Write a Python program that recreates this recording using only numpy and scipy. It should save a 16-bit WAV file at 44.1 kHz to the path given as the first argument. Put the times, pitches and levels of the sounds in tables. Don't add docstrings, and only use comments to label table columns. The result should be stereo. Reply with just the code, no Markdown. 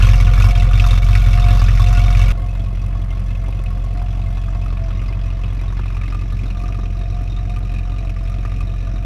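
import sys
import numpy as np
from scipy import signal
from scipy.io import wavfile
from scipy.ndimage import uniform_filter1d

SR = 44100
rng = np.random.default_rng(int(sys.argv[2]) if len(sys.argv) > 2 else 0)


def unload_audio(sound):
    columns = np.transpose(np.atleast_2d(sound))
    steps = np.round(np.clip(columns, -1, 1) * 32767)
    wavfile.write(sys.argv[1], SR, steps.astype(np.int16))


N = 399105

# firings_per_s, opening_count_firings
IDLE_BEAT = [(45.16, -4.72), (45.09, -4.95)]
# time_s, lead_firings
CRANK_WANDER = [
    [(0.0, 0.0), (0.25, -0.08), (0.54, 0.07), (0.68, 0.01), (1.74, 0.01), (1.88, -0.09), (2.1, 0.1),
     (2.322, -0.07)],
    [(2.322, 0.02), (2.922, 0.1), (3.422, 0.02), (3.582, 0.16), (3.822, -0.08), (4.642, 0.02),
     (4.942, -0.13), (5.162, -0.02), (6.442, -0.04), (6.582, -0.21), (6.802, 0.0), (6.942, -0.16),
     (7.662, 0.17), (7.882, -0.01), (8.042, 0.15), (8.202, -0.04), (9.05, 0.14)],
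]
# time_s, change_db
ODD_BURNS = [(.54, -7.5), (.699, -2.5), (1.007, -7), (1.86, -6.5), (2.269, -3.5), (2.714, -2), (3.069, -4),
             (3.644, -3.5), (4.357, 1), (4.913, -0.5), (5.998, -3.5), (6.556, -3), (6.887, -4), (7.043, -5),
             (8.148, -4)]
# pitch_hz, width_hz, travel_ms
PIPE_MODES = [
    [(44.2, 9.1, 3.7), (109.8, 14.0, 11.4), (132.7, 10.5, 2.0), (159.1, 34.5, 9.6)],
    [(41.9, 14.7, 3.1), (88.2, 26.7, 9.9), (109.9, 8.0, 1.1), (187.4, 8.0, 7.9)],
]
# late_ms, kick_db for each of 4 modes, puff_db at 3 pitches
FIRING_ORDER = [
    [(-0.5, -12.5, -10.3, -16.5, -17.0, -1.3, -3.4, 0.3), (0.4, -11.8, -8.2, -35.4, -11.7, 0.4, -1.6, -0.9),
     (-0.3, -11.1, -13.1, -18.7, -15.5, -0.6, -0.5, 2.9),
     (-0.3, -14.3, -10.2, -23.3, -14.9, -1.8, -1.6, -3.4), (0.7, -11.8, -3.8, -24.1, -13.2, 2.1, 2.1, -0.8),
     (-0.3, -12.6, -9.0, -15.4, -17.2, 0.3, -2.4, 0.9), (0.1, -14.7, -6.7, -22.4, -11.0, -1.5, 0.4, -1.0),
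     (0.2, -12.7, -3.0, -17.0, -11.3, 0.9, 3.0, -0.7)],
    [(-0.7, -19.9, -19.2, -23.2, -34.6, -2.8, -3.4, -0.5),
     (-0.1, -18.3, -15.5, -43.2, -60.8, -1.4, 1.2, -1.4),
     (0.6, -16.5, -18.3, -32.9, -34.5, -0.4, 1.3, -0.4),
     (-0.7, -19.9, -18.6, -22.6, -33.9, -2.7, -2.2, 0.3),
     (0.6, -15.9, -21.4, -35.8, -56.5, 1.8, -2.1, -0.5),
     (-0.8, -17.5, -21.9, -29.0, -34.6, -0.5, -1.5, 1.4),
     (-0.1, -16.7, -17.2, -29.7, -39.1, -0.2, 0.6, -1.1), (1.2, -16.2, -17.1, -57.5, -32.8, 2.9, 2.5, 1.3)],
]
# low_hz, middle_hz, high_hz
PUFF_PITCHES = (1200, 3000, 9000)
KICK_SPREAD = [(0.3, 1.0, 1.1, 1.1), (0.37, 1.5, 1.8, 2.2)]
# time_s, level_db
BOOM_LEVEL = [
    [(0.0, -7.5), (0.6, -9), (2.32, -9)],
    [(2.33, -18), (4.3, -18), (6.5, -19), (9.05, -19)],
]
# start_firings, rise_firings, fall_firings, second_delay_firings, second_db, steady_flow_db
JET_SHAPE = [(0.289, 0.035, 0.31, 0.39, -8, -10.5), (.38, 0.046, 0.27, .35, -9.5, -6.5)]
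# time_s, level_db, treble_tilt_db_per_octave
RASP_LEVEL = [
    [(0.0, -28.5, 2), (0.3, -31.5, -1.5), (0.45, -30, 3), (0.66, -33.5, -5), (0.88, -31.5, 2.5),
     (1.05, -32.5, 1), (1.4, -31.5, 0), (2.32, -31, -1)],
    [(2.33, -48.5, -1.5), (2.5, -48, -0.5), (3.0, -47.5, -2), (4.2, -48, 0), (5.3, -46, -3.5),
     (6.0, -45, -2), (6.6, -46, 1), (7.6, -45.5, -3.5), (9.05, -46, -3.5)],
]
# frequency_hz, coherence
PORT_COHERENCE = [(300, 0.99), (1200, 0.97), (2500, 0.88), (5000, 0.65), (8000, 0.12), (13000, 0.51)]
# frequency_hz, relative_db
RASP_SPECTRA = [
    [(130, -18), (220, -2), (300, -14.5), (430, -19), (600, -13.5), (850, -22.5), (1200, -6), (1600, -17.5),
     (2500, -13.5), (3600, -24), (4700, -21), (5700, -22), (7800, -35.5), (13500, -35)],
    [(130, -22.5), (220, 1), (300, -1.5), (430, -14.5), (600, -9.5), (850, -13), (1200, -10), (1600, -17.5),
     (2500, -17), (3600, -22.5), (4700, -25), (5700, -28), (7800, -34), (13500, -39)],
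    [(130, -23), (220, -0.5), (300, -3), (430, -11), (600, -16), (850, -22), (1200, -15), (1600, -20),
     (2500, -18.5), (3600, -28), (4700, -30.5), (5700, -24.5), (7800, -44), (13500, -47)],
]
# pitch_hz, width_hz, relative_db
RING_MODES = [
    [(1110, 73, -2.5), (1440, 14, 1.5), (1709, 18, -3.5), (2259, 56, 0), (2663, 134, -5), (2890, 18, -20),
     (3220, 45, -7), (3497, 46, -5), (3610, 68, -9), (5350, 54, -13), (5930, 120, -18)],
    [(1100, 20, 2.5), (1723, 6.7, -3.5), (2097, 31, -2.5), (2560, 58, -3.5), (3357, 68, -11.5),
     (5030, 89, -19), (5810, 60, -15.5)],
    [(1200, 33, 2), (1725, 13, -7.5), (2484, 150, -7), (3700, 99, -11.5), (3870, 48, -16),
     (5190, 57, -20.5), (5550, 150, -25)],
]
# pitch_hz, width_hz
PANEL_MODES = [(709, 6.6), (664.7, 5.3), (523.4, 19)]
# time_s, level_db for each of 3 panels
PANEL_LEVELS = [
    [(0.0, -41, -48, -43), (0.5, -34, -57, -43), (1.2, -40, -47, -45.5), (1.57, -34.5, -61, -46.5),
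     (1.72, -42.5, -51, -49), (2.07, -33, -60, -47), (2.32, -41.5, -52, -43)],
    [(2.33, -43, -47, -47), (3.0, -56.5, -50.5, -57.5), (3.8, -44.5, -49, -49), (4.3, -45, -48, -65),
     (5.0, -54, -45, -60), (5.5, -56, -53.5, -54), (6.1, -56, -57, -73), (6.6, -48, -51, -59),
     (7.6, -46, -50.5, -58.5), (9.05, -52, -46.5, -52)],
]
# time_s, level_db
TICK_FLOOR = [(0, -32), (2.32, -25.5), (2.33, -33.5), (3.2, -33), (4.5, -40.5), (6, -39.5), (9.05, -38.5)]
# frequency_hz, gain_db
TICK_SPECTRUM = [(1500, -32), (4000, -8), (7000, -7.5), (11000, -1.5), (14000, -10)]
# start_s, level_db, pitch_hz
LATE_BURNS = [
    [(0.0692, -18, 2580), (0.0877, -13, 2250), (0.1321, -16, 1010), (0.1999, -19, 1180),
     (0.3765, -16.5, 1170), (0.4209, -12, 2550), (0.4399, -13, 1100), (0.5511, -20, 2370),
     (0.621, -20, 2060), (0.7327, -19, 2670), (0.7741, -22, 2320), (0.7971, -8, 2590), (0.8395, -16, 2630),
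     (0.9073, -13.5, 3640), (1.1513, -12.5, 2190), (1.5698, -19, 1100), (1.6162, -11, 1140),
     (1.6821, -18, 1750), (1.7948, -19, 1110), (2.0807, -16, 2280), (2.1495, -15, 2400),
     (2.2149, -16, 2290)],
    [(3.1265, -29, 1090), (3.3026, -32, 1100), (3.5241, -27, 2530), (3.6598, -23, 2570),
     (4.3722, -36, 1270), (4.483, -24, 1230), (4.5478, -27, 1270), (4.6611, -22.5, 1250),
     (4.7259, -31, 1120), (4.7693, -28, 2450), (5.0582, -29, 2480), (5.0811, -32, 1230),
     (5.5904, -26, 2370), (5.7256, -28, 1200), (5.7935, -22, 1240), (5.8354, -31, 1200),
     (5.8543, -33, 1130), (5.9012, -24, 1230), (5.9481, -29, 920), (5.9666, -24, 1180), (6.0125, -22, 2310),
     (6.0788, -23.5, 2090), (6.1467, -20, 1194), (6.3218, -30, 1200), (6.6775, -40, 1200),
     (6.7224, -22.5, 2530), (6.8551, -27, 2730), (6.902, -30, 2520), (7.2741, -26, 2540),
     (8.0943, -24, 2540), (8.1641, -31, 1170), (8.2075, -32, 1190), (8.3397, -38, 1180),
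     (8.4504, -19.5, 1200), (8.5178, -24, 1200), (8.9802, -30, 1210)],
]
# frequency_hz, left_over_right_db
PORT_BALANCE = [(60, -1.14), (200, -1), (600, 0.8), (1400, -0.4), (3000, -1.5), (6000, -2.4), (9500, 3),
                (13000, 2)]

CUT_S, WALK_START_S, WALK_END_S = 2.322, 4.55, 6.96
LOPE_PERIOD, LOPE_TOP, LOPE_LAG = 16, 0.6, 1.4
LOPE_LEAD_FIRINGS, LOPE_DB, KICK_SIGMA_MS = (0.05, 0), (0.7, 0.04), (0.49, 0.062)
BROADBAND_DB, RINGING_DB = (-3, -1, -4), (-3, -1, 0)
BURN_BOOM, BURN_TILT = 0.59, 0.7


def gain_of(db):
    return 10 ** (np.asarray(db) / 20)


def unit_rms(x):
    return x / np.sqrt(np.mean(x ** 2) + 1e-20)


def spectrum_at(points, hz):
    known_hz, value = np.transpose(points)
    return np.interp(np.log(hz + 1), np.log(known_hz + 1), value)


def curves_at(rows, t):
    time_s, *columns = np.transpose(rows)
    return [np.interp(t, time_s, column) for column in columns]


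def coloured(x, gain):
    log_gain = np.log(np.maximum(np.r_[gain, gain[-2:0:-1]], 1e-5))
    taps = np.fft.ifft(np.exp(np.conj(signal.hilbert(log_gain)))).real[:len(gain)]
    return signal.oaconvolve(x, taps.reshape((1,) * (x.ndim - 1) + (-1,)), axes=-1)[..., :x.shape[-1]]


def impulses(t, times_s, size):
    position = np.clip((times_s - t[0]) * SR, 0, len(t) - 2)
    index, train = position.astype(int), np.zeros(len(t))
    np.add.at(train, index, size * (1 - position + index))
    np.add.at(train, index + 1, size * (position - index))
    return train


def crank_phase(t, start_s, stance):
    firings_per_s, opening_count = IDLE_BEAT[stance]
    steady = opening_count + firings_per_s * (t - start_s)
    lope = np.cos(2 * np.pi * (steady - LOPE_TOP - LOPE_LAG) / LOPE_PERIOD)
    return steady + curves_at(CRANK_WANDER[stance], t)[0] + LOPE_LEAD_FIRINGS[stance] * lope


def burn_strength(t, crank, stance, half_width_s=0.013):
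    changes = sum(db * np.exp(-((t - time_s) / half_width_s) ** 2) for time_s, db in ODD_BURNS)
    return LOPE_DB[stance] * np.cos(2 * np.pi * (crank - LOPE_TOP) / LOPE_PERIOD) + changes


def pipe_boom(t, crank, stance, shared=0.75):
    count = np.arange(np.ceil(crank[0]), crank[-1])
    cylinder = np.array(FIRING_ORDER[stance])[count.astype(int) % 8]
    chance = rng.standard_normal((len(count), 5))
    chance[:, 1:4] = shared * chance[:, 4:] + np.sqrt(1 - shared ** 2) * chance[:, 1:4]
    age_s, modes = np.arange(SR // 4) / SR, 0
    for k, (pitch_hz, width_hz, travel_ms) in enumerate(PIPE_MODES[stance]):
        arrival_s = np.interp(count, crank, t) + (cylinder[:, 0] + travel_ms) / 1000
        kicks = impulses(t, arrival_s, gain_of(cylinder[:, 1 + k] + KICK_SPREAD[stance][k] * chance[:, k]))
        response = np.exp(-np.pi * width_hz * age_s) * np.sin(2 * np.pi * pitch_hz * age_s)
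        modes = modes + signal.oaconvolve(kicks, response)[:len(t)]
    kick_shape = signal.windows.gaussian(301, KICK_SIGMA_MS[stance] * SR / 1000)
    boom = signal.oaconvolve(modes, kick_shape, "same")
    return unit_rms(boom - boom.mean())


def jet_flow(crank, stance):
    start, rise, fall, delay, second_db = JET_SHAPE[stance][:5]
    count, phase = np.floor(crank - start).astype(int), (crank - start) % 1
    jet = lambda age: (1 - np.exp(-np.maximum(age, 0) / rise)) * np.exp(-age / fall)
    flow = jet(phase) + gain_of(second_db) * jet(phase - delay)
    return count, flow / flow.max()


def cylinder_colours(stance, hz):
    return np.array([spectrum_at(list(zip(PUFF_PITCHES, row[5:])), hz) for row in FIRING_ORDER[stance]])


def jet_noise(t, crank, stance, treble_tilt, whole_db=0.96, patchy_db=4.5, narrowing=0.27):
    hz, frames = np.fft.rfftfreq(128, 1 / SR), np.arange(len(t) // 32 + 2) * 32
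    count, flow = jet_flow(np.interp(frames, np.arange(len(t)), crank), stance)
    chance = rng.standard_normal((count[-1] - count[0] + 1, len(hz) + 1))
    patches = unit_rms(uniform_filter1d(chance[:, 1:], size=3, axis=1))
    firing_db = whole_db * chance[:, :1] + patchy_db * patches
    colour_db = firing_db[count - count[0]] + cylinder_colours(stance, hz)[count % 8]
    octaves = np.clip(np.log2(hz / 3000 + 1e-9), 0, 2)
    puffs = flow[:, None] ** (1 + narrowing * octaves) * gain_of(colour_db)
    envelope = puffs + gain_of(JET_SHAPE[stance][5])
    tilt_db = np.interp(frames, np.arange(len(t)), treble_tilt)[:, None] * octaves
    a, b, c, d = rng.standard_normal((4, len(frames), len(hz)))
    coherence = np.clip(spectrum_at(PORT_COHERENCE, hz), 0, 1)
    left = a + 1j * b
    right = coherence * left + np.sqrt(1 - coherence ** 2) * (c + 1j * d)
    spectra = np.array([left, right]) * envelope * gain_of(tilt_db)
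    return signal.istft(spectra.transpose(0, 2, 1), nperseg=128, noverlap=96)[1][:, :len(t)]


def broadband_rasp(gas, place):
    hz = np.linspace(0, SR / 2, num=1025)
    gain = gain_of(spectrum_at(RASP_SPECTRA[place], hz))
    middle_rms = np.sqrt(np.sum(gain[(hz > 900) & (hz < 7000)] ** 2) / len(hz))
    return coloured(gas, gain_of(BROADBAND_DB[place]) * gain / middle_rms)


def ringing_rasp(crank, stance, place, spread_db=8.5, steady_db=-12):
    count, flow = jet_flow(crank, stance)
    gas, rings = rng.standard_normal(len(crank)), 0
    chance = np.minimum(rng.standard_normal((count[-1] - count[0] + 1, len(RING_MODES[place]))), 1.7)
    for k, (pitch_hz, width_hz, db) in enumerate(RING_MODES[place]):
        drive_db = spread_db * chance[count - count[0], k] + cylinder_colours(stance, pitch_hz)[count % 8]
        drive = gas * (flow * gain_of(drive_db) + gain_of(steady_db))
        resonator = signal.iirpeak(pitch_hz, pitch_hz / width_hz, SR)
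        rings = rings + gain_of(db) * signal.lfilter(*resonator, drive)
    return gain_of(RINGING_DB[place]) * unit_rms(rings)


def panel_hum(t, pitch_hz, width_hz):
    pole = np.exp(-np.pi * width_hz / SR)
    a, b = rng.standard_normal((2, len(t)))
    amplitude = signal.lfilter([1 - pole], [1, -pole], a + 1j * b)
    return unit_rms((amplitude * np.exp(2j * np.pi * pitch_hz * t)).real)


def jet_ticks(t, crank, stance, spread_db=5.0):
    count = np.arange(np.ceil(crank[0]), crank[-1])
    start, delay = JET_SHAPE[stance][0], JET_SHAPE[stance][3]
    chance = rng.random((2 * len(count), 3))
    openings = np.r_[count + start + 0.07, count + start + delay + 0.04]
    times_s = np.interp(openings + 0.17 * chance[:, 0], crank, t)
    size = gain_of(curves_at(TICK_FLOOR, times_s)[0] - spread_db * np.log(1.01 - chance[:, 1]))
    side = 1.6 * (chance[:, 2] - 0.5)
    left = impulses(t, times_s, size * (1 + side))
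    right = impulses(t, times_s + side / 9000, size * (1 - side))
    colour_db = spectrum_at(TICK_SPECTRUM, np.linspace(0, SR / 2, num=257))
    return coloured(np.array([left, right]), gain_of(colour_db))


def late_pops(t, stance, rise_s=0.003, t60_s=0.026):
    pops, age_s = np.zeros(len(t)), np.arange(SR // 16) / SR
    for start_s, level_db, pitch_hz in LATE_BURNS[stance]:
        a, b = uniform_filter1d(rng.standard_normal((2, len(age_s))), size=50, axis=1)
        fuzz = 1 + 0.18 * unit_rms(a) + 0.8j * unit_rms(b)
        envelope = (1 - np.exp(-age_s / rise_s)) * gain_of(level_db - 60 * age_s / t60_s)
        burst = (fuzz * np.exp(2j * np.pi * pitch_hz * age_s)).imag * envelope
        span = pops[round((start_s - t[0]) * SR):][:len(age_s)]
        span += burst[:len(span)]
    return pops


def idling_engine(stance, start_s, end_s):
    t = np.arange(round(start_s * SR) - SR // 2, round(end_s * SR)) / SR
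    crank = crank_phase(t, start_s, stance)
    burn_db = burn_strength(t, crank, stance)
    boom_db = curves_at(BOOM_LEVEL[stance], t)[0] + BURN_BOOM * burn_db
    boom = pipe_boom(t, crank, stance) * gain_of(boom_db)
    rasp_db, treble_tilt = curves_at(RASP_LEVEL[stance], t)
    gas = unit_rms(jet_noise(t, crank, stance, treble_tilt + BURN_TILT * burn_db))
    walked = np.clip((t - WALK_START_S) / (WALK_END_S - WALK_START_S), 0, 1)
    shares = {0: 1} if stance == 0 else {1: 1 - walked, 2: walked}
    rasp = sum(share * broadband_rasp(gas, place) + np.sqrt(share) * ringing_rasp(crank, stance, place)
               for place, share in shares.items())
    rasp = rasp * gain_of(rasp_db + burn_db)
    panels_db = curves_at(PANEL_LEVELS[stance], t)
    panels = sum(gain_of(db) * panel_hum(t, *mode) for db, mode in zip(panels_db, PANEL_MODES))
    return (boom + rasp + panels + jet_ticks(t, crank, stance) + late_pops(t, stance))[:, SR // 2:]


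def scene():
    return np.hstack([idling_engine(0, 0, CUT_S), idling_engine(1, CUT_S, N / SR)])


def record(dry, band_limit_hz=13650):
    lean_db = spectrum_at(PORT_BALANCE, np.linspace(0, SR / 2, num=513)) / 2
    ports = np.array([coloured(dry[0], gain_of(lean_db)), coloured(dry[1], gain_of(-lean_db))])
    lowpass = signal.firwin(511, band_limit_hz, window=("kaiser", 9), fs=SR)
    return np.clip(signal.oaconvolve(np.clip(ports, -1, 1), lowpass[None], "same"), -1, 1)


dry = scene()
out = record(dry)
unload_audio(out)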